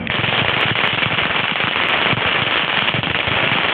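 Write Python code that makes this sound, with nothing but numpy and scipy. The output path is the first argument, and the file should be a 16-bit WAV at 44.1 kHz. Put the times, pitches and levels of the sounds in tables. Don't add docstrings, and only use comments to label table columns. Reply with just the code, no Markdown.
import sys
import numpy as np
from scipy import signal
from scipy.io import wavfile
from scipy.ndimage import uniform_filter1d

SR = 44100
rng = np.random.default_rng(int(sys.argv[2]) if len(sys.argv) > 2 else 0)


def bounce(signal):
    frames = np.transpose(np.atleast_2d(signal))
    limited = np.clip(frames, -1, 1)
    pcm = np.round(limited * 32767).astype(np.int16)
    wavfile.write(sys.argv[1], SR, pcm)


def ratio(d):
    e = np.asarray(d, float) / 20
    return 10 ** e


N = 164493

# start in seconds, strength in dB,
# thump in dB, echo fade in dB per 42 ms.
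SPARK_ROWS = [(0.097, -17, -25, 2.5), (0.14, -4.5, -24.5, 8), (0.186, -13, -16, 6.5),
              (0.232, -2, -17, 10.5), (0.279, -5.5, -17, 7.5), (0.325, -5.5, -22.5, 2.5),
              (0.376, 2, -22, 4.5), (0.413, -6.5, -15, 14), (0.446, -6.5, -22.5, 6),
              (0.478, 0.5, -20, 7.5), (0.525, -3, -22.5, 8.5), (0.564, -7, -20.5, 1.5),
              (0.611, -3.5, -38, 2.5), (0.681, -19, -43, -12), (0.752, -11, -25, 2), (0.788, -7, -40, 4),
              (0.833, -0.5, -20.5, 6), (0.875, -5.5, -27, 8), (0.927, -5, -19, 11.5), (0.971, -6, -22, 7),
              (1.019, 1, -23, 13.5), (1.057, -18.5, -15.5, 0.5), (1.105, -4, -24, 7),
              (1.173, 3.5, -24.5, 6.5), (1.217, -5, -24, 5), (1.252, -1.5, -21, 10.5),
              (1.294, -5.5, -24.5, 2.5), (1.347, -1.5, -24.5, 5.4), (1.39, 6, -23.5, 17),
                 (1.429, -4.5, -23, 7.6), (1.479, -8.5, -46, 4.6), (1.515, -6.5, -21, 16),
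                 (1.553, -8, -47, 5.1), (1.6, -6, -36, 6.9), (1.636, -3.5, -18, 10.5),
                 (1.673, 0, -20.5, 17.5), (1.709, -11, -39, 4.1), (1.757, -0.5, -37, 3.3),
                 (1.802, -4.5, -33, 3.2), (1.837, -0.5, -25, 6.9), (1.886, 1, -39, 6.5),
                 (1.926, -0.5, -39, 2), (1.973, -8, -31, 2.1), (2.014, 3, -34.5, 9.3),
                 (2.058, 2.5, -23.5, 3.5), (2.096, -0.5, -28, 3), (2.125, -14, -13, 16),
                 (2.168, -3.5, -17, 9.1), (2.206, -2.5, -36, 3.6), (2.252, -2.5, -20, 2),
                 (2.294, -2.5, -33, 5.9), (2.34, -3.5, -30, 1.7), (2.381, -2.5, -25, 6.7),
                 (2.417, -6, -18, 7.9), (2.464, -1.5, -25, 7.8), (2.509, 0, -48, 3.7),
              (2.554, 3, -33, 7.7), (2.593, -6.5, -36, 3.2), (2.63, -12, -22.5, 6.1),
               (2.68, -6.5, -34, 3.4), (2.729, -5, -30, 1.8), (2.773, -0.5, -20.5, 7),
               (2.82, -10.5, -22.5, 2.2), (2.86, -9, -35, 1.7), (2.889, -10, -26, 11.3),
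               (2.94, -5.5, -15, 4.2), (3.028, -9.5, -24, 12), (3.066, -22.5, -19, 5.9),
               (3.099, -10, -20, 15), (3.145, -3.5, -26, 13.4), (3.19, -1.5, -40, 14),
               (3.229, -11.5, -42, 4.5), (3.269, 2.5, -19, 16), (3.308, -2, -18.5, 5.6),
               (3.354, -4.5, -24, 1.7), (3.426, 1, -20, 8.1), (3.46, -6.5, -20.5, 1.8),
               (3.513, 1.5, -17.5, 8.9), (3.552, -3.5, -20.5, 2.8), (3.585, -6.5, -24, 5.8),
               (3.63, -5.5, -28, 2.7), (3.679, 2, -30, 8.3),
              (0.65, -9.5, -17, 3.3),
    (0.709, -17.5, -14, 17),
    (1.127, -1.5, -18, 12.3),
    (2.982, -14.5, -14.5, 20.4),
    (3.387, -4, -32, 6.3),
    (3.718, 9, -36.5, 5.2),
]
SPARKS = np.array(sorted(SPARK_ROWS))
SPARKS[:, 0] += .0015

# frequency in Hz, level in dB per Hz.
CRACK = [(35, -56.5), (60, -13), (259, -5), (480, -3), (664, -2), (871, -2), (2870, -2), (3380, -6),
         (4510, -38.5), (5860, -71), (9920, -120)]


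def strikes():
    # time in seconds, peak in dB.
    crack_rows = [(0.099, -2), (0.14, -5.5), (0.183, -8), (0.232, -6), (0.277, -5.5), (0.325, -2), (0.377, 1),
                  (0.413, -5), (0.446, -3.5), (0.481, -1), (0.524, -7.5), (0.564, -2), (0.611, -4), (0.65, -9),
                  (0.682, 1), (0.709, -7), (0.753, -4.5), (0.788, -1.5), (0.835, -1), (0.874, 0), (0.927, -5),
                  (0.973, -12), (1.02, -1), (1.057, -2), (1.103, -7), (1.126, -7), (1.173, -6), (1.216, -7),
                  (1.253, -0.5), (1.295, -5.5), (1.345, -5), (1.391, -4), (1.431, -6.5), (1.48, -1.5),
                  (1.511, -5), (1.556, -3.5), (1.601, -0.5), (1.636, -2), (1.671, -3), (1.71, -5), (1.758, -1.5),
                  (1.8, -3.5), (1.835, -0.5), (1.885, -1.5),
                  (1.928, -1), (1.973, -4.5), (2.014, -2), (2.058, 1.5), (2.097, -7.5), (2.124, 0), (2.167, -6.5),
            (2.207, -4.5), (2.251, -4), (2.295, -3), (2.341, -5), (2.381, -6.5), (2.418, -3), (2.464, -4.5),
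            (2.509, -5), (2.556, -2), (2.593, -3.5), (2.63, -5), (2.678, -6.5), (2.727, -5), (2.771, -2),
            (2.821, -2.5), (2.858, -7.5), (2.89, -1), (2.939, -3.5), (2.984, -10), (3.03, -5.5),
            (3.069, -4), (3.099, -3.5), (3.145, -0.5), (3.188, -3), (3.229, -7), (3.269, -3.5),
            (3.308, -7.5), (3.355, -5), (3.388, -5.5), (3.425, -3), (3.461, -7), (3.514, 0), (3.551, 0),
            (3.584, -2), (3.632, -5), (3.683, -5), (3.719, -8.5)]
    lag_s, fade_s, loudest_db = .001, .0015, -2
    cracks = np.array(crack_rows)
    age = np.arange(1024) / SR
    fuzz = .33 * np.exp(-age / fade_s) * rng.standard_normal((len(cracks), len(age)))
    click = age == 0
    rebound_at = (.0016 * SR * rng.uniform(0.46, 0.92, len(cracks))).astype(int)
    rebound = -.8 * (np.arange(len(age)) == rebound_at[:, None])
    bursts = fuzz + click + rebound
    bursts = coloured(bursts.ravel(), CRACK, tilt_db=0.8).reshape(bursts.shape)
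    out = np.zeros(N + len(age))
    for (start, peak_db), burst in zip(cracks, bursts):
        first = round((start + lag_s) * SR)
        gain = ratio(min(peak_db, loudest_db) - 1.2)
        out[first:first + len(age)] += gain * burst / abs(burst).max()
    return out[:N]


def echoes():
    # time in seconds, level of the upper band in dB.
    aim = [(.1, 3.5), (.4, 0.5), (.7, 2.5), (1.01, 2.2), (1.3, -2.2), (1.6, 1), (1.9, 0), (2.2, -0.2),
           (2.5, 0.5), (2.8, 2.5), (3.1, 1.5), (3.4, 1), (3.7, 0.5)]
    # time in seconds, level in dB.
    nearness = [(.1, 3.5), (.4, 2), (.7, -2.5), (1.0, 0), (1.3, -3), (1.6, -3.5), (1.9, 0.5), (2.2, 1.5),
                (2.5, -1.5), (2.8, -3), (3.05, 6.5), (3.3, 3.5), (3.6, 0.5)]
    t = np.arange(N) / SR
    latest = np.maximum(np.searchsorted(SPARKS[:, 0], t) - 1, 0)
    start, snap_db, _, fade_db = SPARKS[latest].T
    age = np.maximum(t - start, 0)
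    until_next = np.maximum(np.append(SPARKS[1:, 0], 9)[latest] - t, 0)

    rise_s = .004
    wall_db = 3 * np.exp(-((age - .015) / .0025) ** 2)
    hush_db = -1.5 * np.exp(-until_next / .005)
    echo_db = -17 + 0.39 * snap_db - fade_db * age / 0.042 + wall_db + hush_db
    noise = echo_noise()
    raw = (1 - np.exp(-age / rise_s)) * ratio(echo_db) * noise

    split_hz, clump_db, clump_s, tied = 2300, 1.8, .0025, .4
    clumps = drifting(clump_s)
    low = signal.sosfiltfilt(signal.butter(3, split_hz, fs=SR, output="sos"), raw)
    treble_lingers_db = 0.35 * fade_db * age / 0.034
    upper_db = np.interp(t, *np.transpose(aim)) + treble_lingers_db + clump_db * clumps
    lower_db = clump_db * (tied * clumps + np.sqrt(1 - tied ** 2) * clumps[::-1])
    out = wander(low * ratio(lower_db) + (raw - low) * ratio(upper_db))

    near_hz = 600
    deep = signal.sosfiltfilt(signal.butter(2, near_hz, fs=SR, output="sos"), out)
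    near_gain = ratio(np.interp(t, *np.transpose(nearness)))
    out = out + (near_gain - 1) * deep
    return ringing(coloured(out, CRACK))


def echo_noise():
    grains_per_s, grain_db, grain_share = 1500, 2.6, .45
    noise = rng.standard_normal(N)
    grains = ratio(grain_db * np.minimum(rng.exponential(1, N), 5))
    grains = grains * (rng.random(N) < grains_per_s / SR)
    grains = evened(grains * np.sign(noise))
    return np.sqrt(grain_share) * grains + np.sqrt(1 - grain_share) * noise


def wander(x):
    centre_hz, spread, width_hz, gain_db = 2700, .15, 400, -7
    drift = np.clip(drifting(.015), -1.6, 1.6)
    hz = centre_hz * np.exp(spread * drift)
    turn = np.exp(2j * np.pi * np.cumsum(hz) / SR)
    r = np.exp(-np.pi * width_hz / SR)
    band = turn * signal.lfilter([1 - r], [1, -r], x / turn)
    return x + ratio(gain_db) * 2 * band.real


def ringing(x):
    # frequency in Hz, level in dB.
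    tones = [(1145, -8), (1322, -4), (1765, -3), (2209, -4.5), (2329, -1), (2788, -13), (2966, -1.5),
             (3258, -1)]
    width_hz = 22
    return x + sum(ratio(db) * signal.lfilter(*signal.iirpeak(hz, hz / width_hz, SR), x) for hz, db in tones)


def thumps():
    lag_s, pitch_hz, pitch_spread = .002, 108.5, .28
    rise_s, fade_s, sweep, sweep_s = .0011, .0085, 1.61, .0029
    kicks = np.zeros(N)
    kicks[((SPARKS[:, 0] + lag_s) * SR).astype(int)] = ratio(SPARKS[:, 2] + 6)
    age = np.arange(0, .06, 1 / SR)
    shape = np.exp(-age / fade_s) * np.minimum(age / rise_s, 1)
    sag = age + sweep * sweep_s * (1 - np.exp(-age / sweep_s))
    kind = rng.integers(-1, 2, N) * (kicks < ratio(-12))
    out = np.zeros(N)
    for step in (-1, 0, 1):
        hz = pitch_hz * np.exp(pitch_spread * step)
        thump = shape * np.sin(2 * np.pi * hz * sag - 1.1)
        out += signal.oaconvolve(kicks * (kind == step), thump)[:N]
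    return out


def trigger():
    # frequency in Hz, width in Hz (not used), level in dB.
    shell = [(1940, 210, -2.5), (2550, 190, -2), (3340, 190, -7.5)]
    start_s, rise_s, ring_s = .0718, .0012, .0014
    age = np.arange(N) / SR - start_s
    swell = np.clip(age / rise_s, 0, 1) * np.exp(-np.clip(age - rise_s, 0, 1) / ring_s)
    tones = sum(ratio(db) * np.cos(2 * np.pi * hz * (age - rise_s)) for hz, _, db in shell)
    return ratio(-10) * swell * tones


def room():
    # frequency in Hz, level in dB per Hz.
    colour = [(25, -30), (60, -18.5), (205, -10), (400, -28), (506, -18.5), (855, -28), (2350, -32),
              (3260, -34), (3700, -53), (4510, -95), (5860, -103), (9920, -120)]
    # frequency in Hz, width in Hz, level in dB.
    whistles = [(2320, 170, -35), (3100, 170, -43)]
    t = np.arange(N) / SR
    duck_db = np.interp(t, [.066, .08, .1, .12], [-3, -8.5, -0.5, -16.5])
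    hiss, breath = rng.standard_normal((2, N))
    out = ratio(-23.5) * evened(coloured(hiss, colour))
    for hz, width_hz, db in whistles:
        out += ratio(db) * evened(signal.filtfilt(*signal.iirpeak(hz, hz / width_hz, SR), breath))
    return ratio(duck_db) * out


def overload_ticks():
    # time in seconds, level in dB.
    hard = [
        (.0002, -52),
        (.6106, -28),
        (.8765, -32),
        (1.8868, -29),
        (3.3654, -43),
        (3.515, -39),
    ]
    # time in seconds, level in dB.
    soft = [
        (.0745, -50),
        (.5965, -48),
        (.8863, -36),
        (1.872, -40),
        (3.042, -48),
        (3.086, -44),
        (3.182, -48),
    ]
    ticks = np.zeros(N)
    for start, db in hard:
        ticks[round(start * SR)] = ratio(db + 10)
    ticks = np.convolve(ticks, [.65, .35])[:N]
    for start, db in soft:
        ticks[round(start * SR):][:13] += ratio(db) * signal.windows.blackman(13)
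    return ticks


def evened(x):
    return x / np.sqrt(np.mean(x ** 2) + 1e-20)


def drifting(seconds):
    width = round(seconds * SR)
    noise = rng.standard_normal(N)
    return evened(uniform_filter1d(uniform_filter1d(noise, width), width))


def read(points, hz):
    f, value = np.transpose(points)
    return np.interp(np.log(hz + 1), np.log(f + 1), value)


def coloured(x, points, tilt_db=0):
    hz = abs(np.fft.fftfreq(8192, 1 / SR))
    db = read(points, hz) + tilt_db * np.log2(np.clip(hz, 200, 4000) / 1000)
    log_gain = np.log(ratio(np.maximum(db, -100)))
    taps = np.fft.ifft(np.exp(np.conj(signal.hilbert(log_gain)))).real[:4096]
    return signal.oaconvolve(x, taps / np.linalg.norm(taps))[:len(x)]


def scene():
    return (strikes() + echoes() + thumps() + trigger() + room())[None]


def band_limit(x):
    return signal.sosfilt(signal.butter(12, 15830, fs=SR, output="sos"), x)


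def record(dry):
    knee, ceiling = .5, .68
    span = ceiling - knee
    over = np.maximum(abs(dry) - knee, 0)
    squashed = np.clip(dry, -knee, knee) + np.sign(dry) * span * np.tanh(over / span)
    bass_cut = signal.butter(2, 60, "highpass", fs=SR, output="sos")
    voice_edge_hz = 4470
    taps = signal.firwin(401, voice_edge_hz, window=("kaiser", 10), fs=SR)
    narrow = signal.oaconvolve(signal.sosfilt(bass_cut, squashed), taps[None], "same")
    left_s = (N - np.arange(N)) / SR
    ending = np.sin(np.minimum(left_s / .003, 1) * np.pi / 2) ** 2
    return band_limit((narrow + overload_ticks()) * ending)


dry = scene()
out = record(dry)
bounce(out)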